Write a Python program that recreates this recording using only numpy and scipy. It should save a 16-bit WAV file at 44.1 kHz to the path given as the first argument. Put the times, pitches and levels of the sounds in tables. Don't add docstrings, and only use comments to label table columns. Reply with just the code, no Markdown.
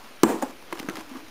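import sys
import numpy as np
from scipy import signal
from scipy.fft import rfft, irfft
from scipy.io import wavfile
from scipy.ndimage import uniform_filter1d

SR = 44100
rng = np.random.default_rng(int(sys.argv[2]) if len(sys.argv) > 2 else 0)


def ratio_of_db(decibels):
    return 10 ** (np.asarray(decibels, float) / 20)


def to_wav(s):
    ch = np.atleast_2d(s).T
    pcm = np.round(np.clip(ch, -1, 1) * 32767)
    wavfile.write(sys.argv[1], SR, pcm.astype(np.int16))


N = 57330

# start in seconds, clack level in dB, clack pitch in Hz,
# tick level in dB, tick length in seconds.
LATCH_SNAPS = [
    (0.2338, -13.5, 1770, -1, 0.0019),
    (0.2364, -5, 1070, -12, 0.0061),
    (0.419, -38, 1510, -33, 0.0026),
    (0.424, -41, 1260, -25, 0.002),
    (.4249, -19.5, 900, -37.5, 0.0017),
    (0.4286, -26.5, 1040, -29, 0.0028),
    (0.4335, -32, 795, -40, 0.012),
    (0.446, -56, 880, -54, 0.0022),
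]
# start in seconds, clack level in dB, clack pitch in Hz,
# tick level in dB, tick length in seconds.
LATCH_NUDGES = [(0.625, -41, 1080, -43, 0.0037), (0.7256, -26, 1120, -31, 0.0059),
                (0.7282, -30.5, 2130, -28, 0.0024), (0.752, -45, 1140, -39, 0.0037),
                (0.774, -34, 1820, -39, 0.004), (0.784, -39, 2260, -37, 0.0044),
                (.7913, -33, 3200, -39, 0.012), (0.7981, -25.5, 2200, -24, 0.0039),
                (0.829, -41, 2080, -37, 0.0064), (0.8864, -29.5, 1440, -39, 0.017),
                (0.8897, -26, 1810, -27, 0.0015), (0.8973, -26.5, 2040, -27, 0.0028),
                (0.956, -32.5, 1390, -30, 0.0036), (0.96, -38.5, 2110, -43, 0.0091),
                (0.995, -50, 3940, -42, 0.013), (0.9694, -37, 3380, -30, 0.0027),
                (.972, -34.5, 1000, -36, 0.0069), (0.98, -40.5, 2470, -44, 0.034),
                (1.008, -43, 2510, -40, 0.0089), (1.093, -54, 1090, -45, 0.015),
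                (1.157, -40, 1210, -59, 0.0078), (1.283, -54, 1520, -44, 0.005)]


def evened(x):
    return x / np.sqrt(np.mean(x ** 2) + 1e-20)


def read(points, hz):
    f, value = np.transpose(points)
    return np.interp(np.log(hz + 1), np.log(f + 1), value)


def add(mix, s, sound):
    part = mix[round(s * SR):][:len(sound)]
    part += sound[:len(part)]


def coloured(x, points):
    return irfft(rfft(x) * ratio_of_db(read(points, np.fft.rfftfreq(len(x), 1 / SR))), len(x))


def ring(t, db, hz, rise, t60):
    decay = ratio_of_db(db - 60 * np.maximum(t - rise, 0) / t60)
    swell = np.sin(np.pi / 2 * np.minimum(t / rise, 1)) ** 2
    return decay * swell * np.sin(2 * np.pi * hz * t)


def hiss():
    # frequency in Hz, level in dB per Hz.
    hiss_colour = [(45, -13), (130, -6), (300, -0.5), (2500, -7), (6000, -15.5), (7800, -23), (9500, -19),
                   (15500, -22.5)]
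    level_db, patchy_db = -48.5, 1.46
    frames, hz = N // 256 + 5, np.fft.rfftfreq(1024, 1 / SR)
    a, b, patches = rng.standard_normal((frames, 513, 3)).T
    patches = uniform_filter1d(patches, size=12, axis=0)
    patches = evened(uniform_filter1d(patches, size=12, axis=1))
    z = (a + 1j * b) * ratio_of_db(read(hiss_colour, hz)[:, None] + patchy_db * patches)
    return ratio_of_db(level_db) * evened(signal.istft(z, nperseg=1024, noverlap=768)[1][:N])


def rumble():
    level_db, top_hz = -66.5, 36
    low = signal.lfilter(*signal.butter(1, top_hz, fs=SR), rng.standard_normal(N))
    return ratio_of_db(level_db) * evened(low)


def fingers():
    # time in seconds, pressure in dB.
    pressure = [(0, -51), (0.101, -52.5), (.2, -62), (.42, -43.5), (.46, -52), (0.508, -44), (0.532, -92),
                (0.678, -59), (.72, -49), (.79, -45), (.85, -50), (.92, -46.5), (.96, -46), (1.015, -44),
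                (1.04, -55), (1.17, -47), (1.219, -53), (1.3, -69)]
    # frequency in Hz, level in dB.
    lid_colour = [(100, -33), (220, -13), (330, 5.5), (500, -0.5), (1000, 6), (2400, -10.5), (6000, -12),
                  (15000, -22)]
    grains_per_s, spread_db = 2800, -4.5
    slips = rng.standard_normal(N) * ratio_of_db(spread_db * np.minimum(rng.exponential(1, N), 4))
    slips = slips * np.clip(grains_per_s / SR * 20 - 20 * rng.random(N), 0, 1)
    press_db = np.interp(np.arange(N) / SR, *np.transpose(pressure))
    return evened(coloured(slips, lid_colour)) * ratio_of_db(press_db)


def shell():
    # start in seconds, level in dB,
    # pitch in Hz, rise in seconds, time to fall 60 dB in seconds.
    snap_booms = [(.233, 11.5, 303.5, 0.0034, 0.0099), (0.2339, -3, 222.2, 0.0028, 0.13),
                  (0.239, -6, 324, 0.01, 0.12), (0.417, -31, 376, 0.0018, 0.059),
                  (0.427, -18.5, 267, 0.0086, 0.05), (.288, -35.5, 692, 0.0088, 0.1),
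                  (0.29, -27.5, 490.6, 0.011, 0.2), (0.266, -23, 226, .01, 0.065),
                  (0.291, -24, 247, 0.0052, 0.08), (.315, -27.5, 373, 0.014, 0.082),
                  (0.339, -32.5, 459, .008, 0.086), (0.341, -22.5, 233, 0.0022, 0.067),
                  (0.4254, -20.5, 551, 0.0056, 0.026), (0.231, -21, 107, .006, 0.21),
                  (.2338, -15.5, 678, 0.0013, 0.084), (0.2336, -3, 1076, 0.0022, 0.02),
                  (0.2347, -12, 1430, 0.0006, .03), (.433, -44.5, 828, 0.0028, 0.35)]
    # start in seconds, level in dB, pitch in Hz,
    # rise in seconds, time to fall 60 dB in seconds.
    finger_knocks = [(0.035, -48, 224.5, 0.0048, 0.21), (0.099, -49, 248, 0.012, .06),
                     (0.489, -40, 239, 0.006, 0.074), (0.635, -45, 239, 0.0028, .06),
                     (0.928, -42, 118, 0.011, 0.1), (0.626, -41.5, 325, 0.0016, 0.023),
                     (0.7292, -24, 340, 0.0022, 0.047), (0.753, -35, 338, 0.0036, 0.039),
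                     (0.778, -38, 300, 0.0047, 0.029), (0.8013, -24, 265, 0.00081, 0.025),
                     (0.827, -29, 320, 0.0013, 0.05), (0.844, -29, 276, 0.0013, 0.095),
                     (0.864, -33, 264, 0.0046, 0.045), (0.886, -21, 295, 0.0011, 0.042),
                     (0.886, -34.5, 426, 0.0012, 0.07), (0.885, -26.5, 190, 0.0012, 0.074),
                     (0.902, -29, 335, 0.0029, 0.062), (0.941, -40.5, 315, 0.0023, 0.37),
                     (.972, -33.5, 336, 0.0026, 0.026), (0.981, -30.5, 242, 0.0056, 0.039),
                     (0.999, -43.5, 341, 0.01, 0.17), (1.069, -42, 293.6, 0.0031, 0.39),
                     (1.11, -31, 263, 0.0081, 0.1), (1.146, -29.5, 300, 0.01, 0.03),
                     (1.157, -28, 275, 0.011, 0.035), (1.19, -35.5, 310, 0.0023, 0.03),
                     (1.225, -43, 312, 0.0086, 0.14), (1.279, -42.5, 263, 0.0025, 0.045)]
    out, t = np.zeros(N), np.arange(12000) / SR
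    for s, *mode in snap_booms + finger_knocks:
        add(out, s, ring(t, *mode))
    return out


def pings():
    # start in seconds, level in dB, pitch in Hz, rise in seconds, time to fall 60 dB in seconds.
    latch_pings = [(.234, -26.5, 7630, .001, 0.17), (.234, -32, 8400, 0.0011, .17),
                   (.234, -42, 6860, .001, .1), (.234, -44, 9150, .001, .08),
                   (0.2316, -32, 12700, 0.0011, .015), (.235, -30, 14800, .001, .015),
                   (0.235, -15, 4050, 0.00065, 0.011), (.4249, -28.5, 6950, 0.00042, 0.011),
                   (0.4252, -30, 8970, .0005, .01), (.4249, -32, 14800, .0005, .01),
                   (0.428, -37, 7100, 0.00044, 0.024), (0.432, -41, 7760, .001, 0.045),
                   (.4335, -41, 8900, .001, 0.032), (0.4258, -20, 840, 0.00028, 0.016),
                   (0.4237, -29, 1120, 0.0015, 0.044), (.4286, -24, 886, 0.00057, 0.013),
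                   (.4335, -26, 853, 0.00076, 0.053), (.444, -31, 665, 0.00078, .015),
                   (.7275, -31.5, 2090, 0.00078, 0.015), (0.8888, -25.5, 2070, 0.00088, 0.0091),
                   (.982, -44, 2330, .002, 0.028), (1.008, -38.5, 1064, 0.0038, 0.037),
                   (0.974, -34, 1250, 0.00081, .02), (0.729, -38, 10050, .0005, 0.013),
                   (0.7558, -33, 1220, 0.00064, .012), (0.79, -44, 4820, .001, .03),
                   (0.799, -35, 5750, .0005, .012), (0.8878, -33, 6130, .0005, 0.011),
                   (0.8978, -40, 4040, 0.00046, 0.01), (.898, -38.5, 6150, 0.00055, .015),
                   (.9535, -46, 6200, 0.00045, .012)]
    out, t = np.zeros(N), np.arange(12000) / SR
    for s, *mode in latch_pings:
        add(out, s, ring(t, *mode))
    return out


def latches():
    # ratio to the clack pitch, level in dB.
    overtones = [(0.92, 4), (1.58, -9), (0.576, -5.5), (2.66, -19)]
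    # frequency in Hz, level in dB.
    snap_colour = [(1500, 10), (4000, -3), (6500, 2), (8500, 2.5), (11000, -4.5), (15500, -8)]
    # frequency in Hz, level in dB.
    nudge_colour = [(1500, 9), (3000, 0), (6000, -0.5), (8000, -7), (10000, -4.5), (12000, -7),
                    (14000, -8.5)]
    clack_rise_s, tick_rise_s = 0.0004, 0.00021
    long_contact_s, chatter_db, chatter_per_s = 0.0045, 2, 1000
    out, t = np.zeros(N), np.arange(2048) / SR
    for contacts, colour, cycles in [(LATCH_SNAPS, snap_colour, 13.4), (LATCH_NUDGES, nudge_colour, 10)]:
        tick_colour = [(100, -50), (500, -19)] + colour
        for s, clack_db, hz, tick_db, length in contacts:
            detune = np.r_[1, rng.uniform(.94, 1.06, 3)]
            clack = np.zeros(len(t))
            for (ratio, db), off in zip(overtones, detune):
                clack += ring(t, clack_db + db, hz * ratio * off, clack_rise_s, cycles / hz)
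            if length > long_contact_s:
                when, how = rng.random((2, len(t)))
                slips = (when < chatter_per_s / SR) * (2 * how - 1)
                chatter = slips * ratio_of_db(chatter_db - 10 * t / length)
                clack = clack + signal.fftconvolve(chatter, clack)[:len(t)]
            shape = np.minimum(t / tick_rise_s, 1) * ratio_of_db(tick_db - 20 * t / length)
            tick = shape * evened(coloured(rng.standard_normal(len(t)), tick_colour))
            add(out, s, tick - clack)
    return out


def tail():
    # frequency in Hz, time to fall 60 dB in seconds.
    room_decay = [(120, 0.13), (300, 0.37), (1000, 0.35), (3000, 0.34), (8000, 0.37), (15000, 0.3)]
    build_s = 0.017
    taps = np.zeros(SR)
    at = np.arange(200, SR - 20, 20) + rng.integers(0, 20, (SR - 201) // 20)
    taps[at] = rng.choice([-1., 1.], at.shape)
    hz, t, z = signal.stft(taps, SR, nperseg=256)
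    decay = ratio_of_db(-60 * t / read(room_decay, hz)[:, None])
    out = signal.istft(z * decay, SR, nperseg=256)[1][:SR]
    out = out * (1 - np.exp(-np.arange(SR) / SR / build_s))
    return out / np.linalg.norm(out)


def room(booms):
    # frequency in Hz, level in dB.
    wall_colour = [(240, -3), (420, 1), (1000, -3), (2200, -16), (5000, -27), (8000, -20), (10500, -29),
                   (15500, -25)]
    room_db, shell_to_room_db, boom_top_hz = 24, -11.5, 482
    low = signal.lfilter(*signal.butter(2, boom_top_hz, fs=SR), booms)
    out = ratio_of_db(shell_to_room_db) * signal.fftconvolve(low, tail())[:N]
    paths = [coloured(tail(), wall_colour) for _ in range(3)]
    whole_case_blow = (0.235, 1)
    for k, (s, level_db, *_) in enumerate(LATCH_SNAPS + LATCH_NUDGES + [whole_case_blow]):
        add(out, s, ratio_of_db(room_db + level_db) * paths[k % len(paths)])
    return out


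def scene():
    low_cut_hz = 189
    booms = shell() + pings()
    case = fingers() + booms + latches() + room(booms)
    heard = signal.lfilter(*signal.butter(2, low_cut_hz, "high", fs=SR), case)
    return (heard + hiss() + rumble())[None]


def low_pass(x):
    return signal.sosfilt(signal.butter(12, 15660, fs=SR, output="sos"), x)


def record(dry):
    notch_hz, notch_width_hz = 8010, 360
    top_hz, edge_db_per_hz = 15600, 0.3
    knee_db, squeeze, hold_s, recover_db_per_s = -9, 0.72, 0.029, 344
    offset = -0.0039
    notched = signal.lfilter(*signal.iirnotch(notch_hz, notch_hz / notch_width_hz, SR), dry)
    edge_db = -np.clip((np.fft.rfftfreq(N, 1 / SR) - top_hz) * edge_db_per_hz, 0, 40)
    x = irfft(rfft(notched) * ratio_of_db(edge_db), N)
    power_db = 10 * np.log10(abs(uniform_filter1d(x[0] ** 2, size=132)) + 1e-12)
    t = np.arange(N) / SR
    since = t - t[power_db.argmax()]
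    release_db = power_db.max() - recover_db_per_s * np.maximum(since - hold_s, 0)
    held_db = np.where(since > 0, release_db, power_db)
    duck_db = squeeze * uniform_filter1d(np.maximum(held_db - knee_db, 0), size=66)
    return low_pass(np.clip(x / ratio_of_db(duck_db) + offset, -1, 1))


dry = scene()
out = record(dry)
to_wav(out)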